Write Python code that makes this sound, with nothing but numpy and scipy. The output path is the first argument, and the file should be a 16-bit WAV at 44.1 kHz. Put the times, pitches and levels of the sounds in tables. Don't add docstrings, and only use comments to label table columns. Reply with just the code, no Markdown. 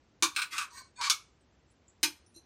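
import sys
import numpy as np
from scipy import signal
from scipy.fft import rfft, irfft
from scipy.io import wavfile

SR = 44100
rng = np.random.default_rng(int(sys.argv[2]) if len(sys.argv) > 2 else 0)


def waveform_to_disk(signal):
    frames = np.transpose(np.atleast_2d(signal))
    scaled = np.clip(frames, -1, 1) * 32767
    samples = np.round(scaled).astype(np.int16)
    wavfile.write(sys.argv[1], SR, samples)


def field_ratio(decibels):
    return 10 ** (np.asarray(decibels, dtype=float) / 20)


N = 108045


def read(points, hz):
    f, value = np.transpose(points)
    return np.interp(np.log(hz + 1), np.log(f + 1), value)


def unit(x):
    return x / np.sqrt(np.sum(x ** 2) + 1e-30)


def shade(x, points):
    gain = field_ratio(read(points, np.fft.rfftfreq(len(x), 1 / SR)))
    return irfft(rfft(x) * gain, len(x))


def ring(hz, db, t60, t):
    return field_ratio(db - 60 * t / t60) * np.sin(2 * np.pi * hz * t)


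def click(points):
    log_gain = np.log(field_ratio(read(points, abs(np.fft.fftfreq(8192, 1 / SR)))))
    return np.fft.ifft(np.exp(np.conj(signal.hilbert(log_gain)))).real


def hush():
    # (pitch [Hz], level [dB per Hz])
    air_colour = [(25, -28.5), (62, 0), (150, -9.5), (300, -9.5), (700, -18), (6800, -31.5), (7300, -27.5),
                  (16000, -50)]
    x = shade(rng.standard_normal(N + N % 2), air_colour)[:N]
    return field_ratio(-67) * x / x.std()


def kitchen():
    # (pitch [Hz], time to fall 60 dB [s])
    room_decay = [(300, 0.27), (1000, 0.1514), (2500, 0.1299), (5000, 0.1191), (9000, 0.1127),
                  (15000, 0.153)]
    wet_db, first_echo_s, build_s = 6.5, 0.00074, 0.0014
    late_db, late_slower = -21, 2.778
    echoes = np.zeros(SR // 2)
    at = np.arange(0, SR // 2 - 10, 10)
    at = at + rng.integers(0, 10, len(at))
    echoes[at] = rng.choice([-1., 1.], len(at))
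    hz, t, z = signal.stft(echoes, SR, nperseg=128)
    fall_db = -60 * t / read(room_decay, hz)[:, None]
    decay = field_ratio(fall_db) + field_ratio(late_db + fall_db / late_slower)
    tail = signal.istft(z * decay, SR, nperseg=128)[1]
    tail = tail * np.clip((np.arange(len(tail)) / SR - first_echo_s) / build_s, 0, 1)
    return np.r_[1, field_ratio(wet_db) * unit(tail)[1:]]


def ticks():
    # (time [s], level [dB], pitch [Hz], time to fall 60 dB [s])
    faint_ticks = [
        (1.88, -66.5, 7275, 0.126),
        (2.262, -76, 9524, 0.266),
        (2.262, -75, 5830, 0.146),
        (1.41, -81, 8200, 0.084),
        (2.2, -68, 70.2, 0.23),
        (1.71, -78.5, 9516, 0.087),
        (1.7, -78, 7670, 0.108),
    ]
    out, t = np.zeros(N + SR), np.arange(SR // 4) / SR
    for s, db, hz, t60 in faint_ticks:
        spread = rng.uniform(.93, 1.07, 12)
        fuzz = sum(ring(hz * f, db, t60, t) * rng.choice([-1, 1]) for f in spread)
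        out[round(s * SR):][:len(t)] += fuzz * np.minimum(t / 0.00241, 1)
    return out[:N]


def thuds():
    # (pitch [Hz], level [dB], time to fall 60 dB [s])
    rock_modes = [(149.6, -19, 0.16), (301.93, -2.5, -0.14), (336.1, 3, 0.0842), (490, -23.5, 1.84),
                  (564, -17.5, 0.82), (640, -18.5, 0.42), (762, -16.5, -0.03)]
    # (time [s], level [dB], extra level of the two lowest modes [dB])
    thud_times = [
        (.224, -37, -6),
        (0.251, -49, -2),
        (0.362, -59.5, -11),
        (0.524, -63.5, 0.5),
        (0.58, -71, 4),
        (1.099, -63.5, -1.5),
        (2.031, -42, 4),
        (2.075, -52, 2.5),
        (2.36, -56.5, -14.5),
    ]
    most_cycles = 48
    out, t = np.zeros(N + SR), np.arange(SR // 4) / SR
    for s, db, low_db in thud_times:
        rock = 0
        for k, (hz, mode_db, t60) in enumerate(rock_modes):
            level = db + mode_db + low_db * (k < 2)
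            fall = 60 * (t / min(t60, most_cycles / hz)) ** 2
            rock = rock + field_ratio(level - fall) * np.sin(2 * np.pi * hz * t)
        out[round(s * SR):][:len(t)] += rock * np.minimum(t / 0.0047, 1)
    return out[:N]


def sings():
    # (time [s], pitch [Hz], level [dB])
    songs = [
        [(.71, 960, -69), (.73, 966.2, -62), (.765, 969.4, -62), (.785, 1011, -55.5), (.8, 1024, -61.5),
         (.82, 1040, -49.5), (.835, 1052, -87.5), (.855, 1076, -60), (.875, 1075, -69.5)],
        [(.975, 1000, -68.5), (.99, 984.1, -48.5), (1.01, 948, -42.5), (1.025, 952.3, -42.5), (1.04, 1000, -55)],
    ]
    width_hz = 29
    r = np.exp(-np.pi * width_hz / SR)
    out, t = np.zeros(N), np.arange(N) / SR
    for rows in songs:
        s, hz, db = np.transpose(rows)
        wander = signal.lfilter([1 - r], [1, -r], [1, 1j] @ rng.standard_normal((2, N)))
        turns = np.cumsum(np.interp(t, s, hz)) / SR
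        tone = ((1 + wander / wander.std()) * np.exp(2j * np.pi * turns)).real
        out += tone * field_ratio(np.interp(t, s, db, -150, -150))
    return out


def body(modes, crack_colour, crack_db):
    thin_hz, spread_s = 865, 0.00099735
    t = np.arange(8192) / SR
    rings = 0
    for hz, width, db in modes:
        t60 = np.log(1000) / np.pi / max(width, 15)
        start = 1 - np.exp(-2 * np.pi * width * t)
        rings = rings + width * start * ring(hz, db, t60, t)
    u = np.linspace(0, 1, 4097)
    lag = np.cumsum(spread_s * (1 - np.sqrt(u))) * SR / 8192
    crack = irfft(rfft(click(crack_colour)) * np.exp(-2j * np.pi * lag))
    crack = field_ratio(crack_db) * unit(crack * (t < .05)) * np.linalg.norm(rings)
    thin = signal.butter(8, thin_hz, "high", fs=SR, output="sos")
    return unit(signal.sosfilt(thin, rings + crack))


def stroke(rows, taps):
    stroke_db, grits_per_s, grit_spread_db = -8, 1300, 1
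    dull_hz, tap_dull = 1728, 0.94
    s, db, dull = np.transpose(rows)
    t = np.arange(N) / SR
    grit = field_ratio(grit_spread_db * np.minimum(rng.exponential(1, N), 3))
    grit = grit * (rng.random(N) < grits_per_s / SR)
    grit = grit * rng.choice([-1., 1.], N)
    pressure = field_ratio(stroke_db + np.interp(t, s, db, -150, -150))
    grit = grit / grit.std() * pressure
    soft = signal.butter(4, dull_hz, "low", fs=SR, output="sos")
    hard = signal.butter(4, dull_hz, "high", fs=SR, output="sos")
    share = np.clip(np.interp(t, s, dull), 0, 1)
    dull_part = signal.sosfilt(soft, share * (2 * grit + tap_dull * taps))
    return dull_part + signal.sosfilt(hard, 2 * (1 - share) * grit + taps)


def contact(k):
    # (pitch [Hz], width [Hz], level [dB])
    tip_down = [(1435, 100, -9.5), (1162, 140, 6), (1427, 450, -8), (2292, 130, 0.5), (3551, 210, 1.5),
                (4696, 130, -10), (5764, 780, -4), (9013, 630, -13.5)]
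    push = [(1047, 80, 1), (1456.4, 115, 5.5), (1278, 177, -5.5), (2530, 330, 5.5), (4126, 310, 0.5),
            (6816, 320, -16.5), (8398, 250, -3.5), (9110, 750, -4.5), (14120, 2140, -17.5)]
    pull = [(1000, 69, -10), (1279, 98, -3), (1470, 120, -1.5), (2562, 300, 3), (4037, 420, -5.5),
            (6375, 270, -8), (8830, 1200, -7), (12980, 1020, -17.5)]
    lift = [(1097, 94, 5), (1520, 60, -2.5), (1842.6, 55, -3), (2243, 20, -0.5), (4195, 70, 1.5),
            (4596, 89, 1.5), (5553, 38, -3), (6040, 130, -3), (6610, 60, -1), (6753, 35, -2.5),
            (8257, 370, -7), (10780, 190, -18), (12500, 315, -22.5), (14586, 560, -20.5)]
    saw = [(1038.5, 23, 6.5), (1144.3, 180, 12), (1620, 40, -4), (2333.2, 150, 6), (4317, 400, -3.5),
           (5320, 67, -4.5), (7000, 240, -17), (8000, 200, -20), (10800, 830, -23), (12500, 900, -25),
           (14500, 1200, -26.5)]
    through = [(1150, 150, -20), (1630, 140, -19.5), (2208, 120, 8), (3434, 67, 10.5), (4500, 250, -18),
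               (5870, 250, -3), (6700, 190, -7), (8680, 170, -16.5)]
    rim = [(815.6, 206, -6.5), (1615, 156, -1), (1798, 64, -30.5), (2566.4, 257, 5.5), (2861, 160, 1),
           (3312, 189, 1), (4033, 110, 0), (4427, 152, 2.5), (5284, 1064, 1), (6181, 673, -1.5),
           (8590, 1200, -4), (12430, 920, -10.5), (14200, 160, -22)]
    graze = [(3600, 42, -20.5), (2707, 69, -3), (4087, 93, 12.5), (4522, 40, -0.5), (5880, 42, 6.5),
             (5871, 115, 5.5), (6340, 59, 8.5), (7223, 115, 2), (8930, 205, 4), (9740, 69, 2.5),
             (11360, 103, -2.5)]
    skid = [(2070, 91, 2.5), (2550, 160, -2.5), (3358, 58, -2.5), (4536, 150, -9.5), (5970, 143, -12),
            (7520, 107, -8), (9315, 133, -9), (12500, 350, -20)]
    catch = [(969, 68, -2), (1538, 40, -2.5), (2150, 44, -10.5), (2410, 65, -12), (3660, 110, -13),
             (4450, 36, -6), (4870, 25, -16.5), (6620, 51, -3), (8050, 110, -9), (8910, 29, -15)]
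    places = [tip_down, push, pull, lift, saw, through, rim, graze, skid, catch]
    # (time [s], level [dB])
    tap_times = [
        [(.2243, 0), (.2292, -10.5), (.2322, -2), (.2374, -11)],
        [(.3625, -7), (.368, -17), (.4182, -9), (.4235, -21.5), (.4295, -32)],
        [(.564, -22.5), (.5705, -22), (.581, -8.5), (.5925, -19), (.6125, -18.5), (.626, -24.5)],
        [(.772, -39), (.785, -38)],
        [(1.0125, -11), (1.025, -22), (1.0425, -17), (1.058, -17), (1.068, -16.5)],
        [(1.0985, 1.5), (1.1025, -13.5)],
        [(2.0302, -5.5), (2.0312, -3), (2.0345, -3.5), (2.0385, -13)],
        [(2.348, -40), (2.362, -36), (2.385, -47.5)],
        [(.513, -32.5), (.522, -24.5), (.5265, -22.5)],
        [(.9615, -34), (.977, -34), (.9935, -27.5)],
    ]
    strokes = {1: [(.348, -52, 0), (.361, -54, 0.2), (.372, -33, 1), (.393, -33.5, 0.04),
               (.405, -59.5, 0.33), (.43, -49.5, 0.55), (.45, -59, 1)], 2: [(.515, -61.5, 0.09),
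               (.53, -37.5, 0.32), (.54, -38, 0.79), (.55, -33.5, 0.7), (.575, -48.5, .7), (.6, -37, 0.7),
               (.625, -37, 0.89), (.645, -55.5, 0)], 3: [(.7, -61, 0.23), (.74, -54.5, 0.24),
               (.775, -42.5, 0.42), (.8, -61.5, 0.03), (.818, -65, 0), (.84, -64.5, 0), (.9, -77, 0.58)],
               4: [(.985, -57.5, 0.95), (1.005, -41.5, 0.65), (1.015, -40.5, 0.48), (1.04, -31.5, 0.25),
               (1.065, -33.5, 0.3), (1.08, -39.5, 0.9), (1.095, -58, 0.83)], 7: [(2.34, -64, 0.2),
               (2.362, -55.5, 0.01), (2.39, -94, 0.16), (2.44, -79, 0.08)], 8: [(.503, -56.5, 0.07),
               (.515, -40.5, 0.4), (.535, -43.5, 0.35), (.555, -60.5, 0.22)], 9: [(.955, -63.5, 0),
               (.965, -56.5, 0), (.98, -50.5, 0), (1.0, -40.5, 0.9), (1.015, -55.5, .5)]}
    crack_levels = [1.5, -3.5, 0, -12, -1.5, 9.5, -20.5, -31.5, -9, -18.5]
    # (pitch [Hz], level [dB])
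    tap_colour = [(600, -33), (1250, 3), (1950, -15), (2400, -3), (6300, 4.5), (7300, -4.5), (9000, -5.5),
                  (15500, -25)]
    # (pitch [Hz], level [dB])
    grit_colour = [(700, -8.5), (1250, 9), (1900, -7), (2500, -0.5), (6300, 0), (9200, -12.5),
                   (10500, -23.5), (16000, -32)]
    drive = np.zeros(N)
    for s, db in tap_times[k]:
        drive[round(s * SR)] += field_ratio(db)
    colour = tap_colour
    if k in strokes:
        drive = stroke(strokes[k], drive)
        colour = grit_colour
    sound = body(places[k], colour, crack_levels[k])
    spot = (np.arange(N) + 200) // 400 % 3
    start = round(tap_times[k][0][0] * SR) - SR // 10
    heard = 0
    for j in range(3):
        part = (drive * (spot == j))[start:start + SR // 3]
        heard = heard + signal.fftconvolve(part, signal.fftconvolve(sound, kitchen()))
    return np.pad(heard, (start, N))[:N]


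def scene():
    background = hush() + ticks() + thuds() + sings()
    return (background + sum(contact(k) for k in range(10)))[None]


def roll_off(x):
    return signal.sosfilt(signal.butter(12, 16660, fs=SR, output="sos"), x)


def record(dry):
    # (pitch [Hz], level [dB])
    gate = [(6800, -130), (7000, -90), (9500, -92), (11000, -89), (15700, -84), (16300, -55)]
    hz, t, z = signal.stft(dry[0], SR, nperseg=2048, noverlap=1024)
    bands = z[:1024].reshape(64, 16, -1)
    band_hz = hz[8:1024:16, None]
    band_db = 10 * np.log10((abs(bands) ** 2).sum(1) * 4 / 3 + 1e-20)
    masked = np.where(band_hz > 10500, band_db.max(0) - 39, -200)
    floor_db = np.maximum(read(gate, band_hz), masked)
    keep = np.clip((band_db - floor_db) / 2, 0, 1)
    gated = np.r_[(bands * keep[:, None]).reshape(1024, -1), z[1024:]]
    mix = signal.istft(gated, SR, nperseg=2048, noverlap=1024)[1][None, :N]
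    return roll_off(mix)


dry = scene()
out = record(dry)
waveform_to_disk(out)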